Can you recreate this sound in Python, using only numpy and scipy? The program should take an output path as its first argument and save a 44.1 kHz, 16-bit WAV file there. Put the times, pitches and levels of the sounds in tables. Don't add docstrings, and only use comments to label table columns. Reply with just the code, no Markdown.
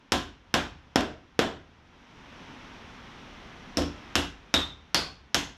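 import sys
import numpy as np
from scipy import signal
from scipy.fft import rfft, irfft
from scipy.io import wavfile
from scipy.ndimage import uniform_filter1d, minimum_filter1d

SR = 44100
rng = np.random.default_rng(int(sys.argv[2]) if len(sys.argv) > 2 else 0)


def wav_out(sig):
    wavfile.write(sys.argv[1], SR, np.round(np.clip(np.atleast_2d(sig).T, -1, 1) * 32767).astype(np.int16))


N = 245616
AGE = np.arange(SR) / SR
BINS = np.fft.rfftfreq(SR, 1 / SR)
FLUSH_FROM_S, SECOND_NAIL_FROM_S = 1.2, 2.5

# (frequency [Hz], level [dB], t60 [s])
CARPORT_REVERB = [(50, 7.5, 0.7), (79, 4.5, 1), (115.6, 2, .5), (199, 6.5, .48), (275, 6, 0.45),
                  (612, 4.5, 0.39), (1500, -2.5, 0.39), (3530, 0.5, 0.36), (5930, -4.5, 0.35),
                  (8600, -0.5, 0.27), (15000, -5.5, 0.23)]


def amp(db):
    return 10 ** (np.asarray(db) / 20)


def curve(points, hz, column=1):
    columns = np.transpose(points)
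    return np.interp(np.log(hz + 1), np.log(columns[0] + 1), columns[column])


def add(mix, s, sound):
    part = mix[max(round(s * SR), 0):][:len(sound)]
    part += sound[:len(part)]


def pulse(db):
    log_gain = np.log(amp(np.r_[db, db[-2:0:-1]]))
    return np.exp(np.conj(signal.hilbert(log_gain)))[:len(db)]


def whitened(x, band_hz):
    spectrum = rfft(x)
    power = uniform_filter1d(abs(spectrum) ** 2, band_hz)
    return spectrum * pulse(-10 * np.log10(power + 1e-12))


def ring(modes):
    out = np.zeros(SR)
    for hz, db, t60 in modes:
        damping, t = np.log(1000) / t60, AGE[AGE < 2 * t60]
        envelope = amp(db) * 2 * damping / SR * np.exp(-damping * t)
        add(out, 0, envelope * np.sin(2 * np.pi * hz * t))
    return out


def background_hiss(level_db=-47):
    # (frequency [Hz], relative level [dB])
    colour = [(15, -53.5), (25, 1.5), (55, -0.5), (97, -3.5), (123, -2.5), (263, 0), (317, -5.5),
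              (624, -10.5), (911, -7), (3340, -14), (4610, -24), (5730, -22), (7920, -40.5), (14400, -52),
              (16000, -66)]
    hz = np.fft.rfftfreq(N, 1 / SR)
    noise = irfft(rfft(rng.standard_normal(N)) * amp(curve(colour, hz)), N)
    return amp(level_db) * noise / noise.std()


def crack(tilt_db_per_octave, pivot_hz=1500):
    # (frequency [Hz], level [dB])
    colour = [(30, -20.5), (120, -1), (300, -5.5), (450, -6.5), (700, -1.5), (1150, 0.5), (1550, 4.5),
              (2250, -1.5), (3300, 3), (4500, -4), (6000, -4), (7300, -8), (9000, -19.5), (12000, -15.5),
              (16000, -43)]
    octaves_above = np.log2(np.maximum(BINS / pivot_hz, 1))
    return pulse(curve(colour, BINS) + tilt_db_per_octave * octaves_above)


def slips(t60=0.014):
    return whitened(rng.standard_normal(SR) * amp(-60 * AGE / t60), band_hz=400)


def hammer_ring():
    # (frequency [Hz], peak [dB], t60 [s])
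    head_modes = [(5350, 2.5, 0.0052), (5410, 0.5, 0.01)]
    return rfft(ring(head_modes))


def nail_ping(hz, cycles, free_cycles=166, top_hz=12500):
    # (pitch [ratio], detune at free_cycles [share], peak [dB], t60 [ratio])
    shank_modes = [(1, -.07, -11, .3), (1, -.031, 4, 1), (1, -.003, 2, 1.1), (1, .032, 3, 1),
                   (1, .07, -7, .4), (2.09, 0, -21, .8), (3.1, 0, -24, .8), (3.9, 0, -18, .3)]
    t60 = cycles / hz
    spread = (free_cycles / cycles) ** 0.48
    modes = [(hz * ratio * (1 + detune * spread), db, t60 * life)
             for ratio, detune, db, life in shank_modes]
    return sum(rfft(ring([mode])) * 1j ** k for k, mode in enumerate(modes) if mode[0] < top_hz)


def thud(hz, t60=0.0082, db=6, low_cut_hz=200):
    push = rfft(ring([(hz, db, t60)]))
    low_cut = signal.butter(2, low_cut_hz, "high", fs=SR)
    return push * signal.freqz(*low_cut, worN=BINS, fs=SR)[1]


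def strip_thud(s, nail_hz, loose_hz=330, pinned_hz=450):
    flush = FLUSH_FROM_S < s < SECOND_NAIL_FROM_S
    handed_on_db = 5.5 - 9 * np.log2(nail_hz / 1000)
    return amp(handed_on_db) * thud(pinned_hz if flush else loose_hz)


def bench_ring(s, rise_s=0.012):
    # (frequency [Hz], peak at first nail [dB], peak at second nail [dB], uncapped t60 [s])
    wood_modes = [(51.15, 17, 19, 0.99), (79.1, 20, 22, 0.41), (165.7, 11, 14, 0.94),
                  (242.8, 22.5, 18, 0.24), (267.3, 14.5, 15.5, 0.45), (288.4, 22, 23, 0.32),
                  (310.6, -1.5, 21.5, 0.07), (331.7, 11.5, 14, 0.16), (352.5, 20.5, 18.5, .28),
                  (382, 11, 9.5, 0.74), (487.2, 13.5, 14.5, 0.18), (506, 8, 9, 0.39), (542, 18, 12, 0.22),
                  (603, 14, 3.5, 0.18), (666, 15, 16, 0.092), (713, 17.5, 2, 0.53), (763, 20, 11, 0.18),
                  (904, 12, 3, 0.48), (956, 13.5, -6, 0.11), (1029, 18.5, 8, 0.9), (1085, 5.5, 7.5, 0.75),
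                  (1315, 8, -2.5, 0.77), (1328, 9.5, 5.5, 0.9), (1555, 3, -9, 0.31), (1628, 15, -21, 0.48),
                  (1570, 1, -2.5, 0.67)]
    hz, first_db, second_db, t60 = np.transpose(wood_modes)
    t60 = np.minimum(t60, 0.27 + 30 / hz)
    peak_db = second_db if s > SECOND_NAIL_FROM_S else first_db
    return ring(zip(hz, peak_db, t60)) * (1 - np.exp(-AGE / rise_s))


def tail(bands, rise_s):
    hz, t, noise = signal.stft(rng.standard_normal(SR), SR, nperseg=512)
    decay = amp(-60 * t / curve(bands, hz, column=2)[:, None])
    dying = signal.istft(noise * decay, SR, nperseg=512)[1][:SR]
    build_up = 1 - np.exp(-(AGE / rise_s) ** 2)
    return whitened(dying * build_up, band_hz=120) * amp(curve(bands, BINS))


def panel_drumming(contact):
    # (frequency [Hz], level [dB], t60 [s])
    panel_bands = [(45, -4, 1.1), (75, 11.5, 2.4), (115.7, -17.5, 4.2), (260, -16.5, 4.8), (800, -52, 1.2),
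                   (3000, -53.5, .8)]
    return contact * tail(panel_bands, rise_s=0.04)


def hammering(nail_direct_db=-4, thud_to_room_db=-12, head_to_room_db=-7, full_swing_db=22):
    # (time [s], force [dB], brightness [dB/octave], bench ring [dB], hammer ring [dB],
    #  nail pitch [Hz], nail ring [dB], nail t60 [cycles])
    blows = [ (0.1208, 22, -0.3, 2.5, -3.5, 1033, 4, 18), (0.5410, 24.5, -2.5, -2, -8.5, 1455, -6.5, 46),
             (0.9587, 24, -4, -3, -3, 690, 8, 21), (1.3916, 24, -3, -7.5, -11, 714, 4, 25),
             (3.7716, -1.5, 0.1, 17, 9, 565, 6, 20), (4.1547, 16.5, -0.5, 4, -4, 2820, 5, 104),
             (4.5406, 22, -1.5, -1, -2.5, 3704, 14.5, 190), (4.9456, 23, -0.9, -6.5, -1.5, 4630, 10, 42),
             (5.3452, 23.5, 0, -3.5, -1.5, 6450, 1, 86)]
    # (delay [s], level [dB])
    reflections = [(.0024, -35), (.0074, -9.5)]
    echoes = sum(amp(db) * np.exp(-2j * np.pi * BINS * s) for s, db in reflections)
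    fade = np.minimum(2 - 2 * AGE, 1) ** 2
    mix = np.zeros(N)
    for s, force_db, tilt, bench_db, head_db, nail_hz, nail_db, cycles in blows:
        contact = crack(tilt)
        head = amp(head_db) * hammer_ring()
        nail = amp(nail_db) * nail_ping(nail_hz, cycles)
        strip = strip_thud(s, nail_hz)
        direct = (contact * slips() + head + amp(nail_direct_db) * nail) * (1 + echoes) + strip
        sends = [contact, nail, amp(head_to_room_db) * head + amp(thud_to_room_db) * strip]
        wet_db = 2.4 + 0.19 * (full_swing_db - force_db)
        room = amp(wet_db) * sum(send * tail(CARPORT_REVERB, rise_s=0.0011) for send in sends)
        blow = irfft(direct + room + panel_drumming(contact)) + amp(bench_db) * bench_ring(s)
        add(mix, s, amp(force_db) * fade * blow)
    return mix


def frame_drops(thud_hz=285, room_db=-6):
    # (time [s], force [dB], thud [dB], bench ring [dB])
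    landings = [(1.008, 13, 13, -14), (3.8205, -4.5, 16.5, 8)]
    mix = np.zeros(N)
    for s, force_db, thud_db, bench_db in landings:
        knock = crack(tilt_db_per_octave=-2) * slips() + amp(thud_db) * thud(thud_hz, t60=0.02)
        room = amp(room_db) * tail(CARPORT_REVERB, rise_s=0.0046)
        airborne = irfft(knock * (1 + room))
        add(mix, s, amp(force_db) * (airborne + amp(bench_db) * bench_ring(s)))
    return mix


def scene():
    return (hammering() + background_hiss() + frame_drops())[None]


def ducking(x, threshold_db=-19, slope=0.79, hold_s=0.44, release_db_per_s=21, low_cut_hz=600):
    sidechain = signal.lfilter(*signal.butter(2, low_cut_hz, "high", fs=SR), x)
    power_db = 10 * np.log10(abs(uniform_filter1d(sidechain ** 2, size=180)) + 1e-12)
    cut_db = slope * np.maximum(power_db - threshold_db, 0)
    cut_db[0] = 12.5
    half_hold = int(hold_s * SR / 2)
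    held_db = -minimum_filter1d(-cut_db, 2 * half_hold + 1, origin=half_hold, mode="nearest")
    climb_db = release_db_per_s * np.arange(N) / SR
    released_db = np.maximum.accumulate(held_db + climb_db) - climb_db
    return uniform_filter1d(released_db, size=40)


def record(dry, ceiling=0.5, high_cut_hz=15200):
    ducked = dry / amp(ducking(dry[0]))
    limited = ducked / (1 + (ducked / ceiling) ** 6) ** (1 / 6)
    high_cut = signal.firwin(255, high_cut_hz, window=("kaiser", 9), fs=SR)
    return signal.oaconvolve(limited, high_cut[None], "same")


dry = scene()
out = record(dry)
wav_out(out)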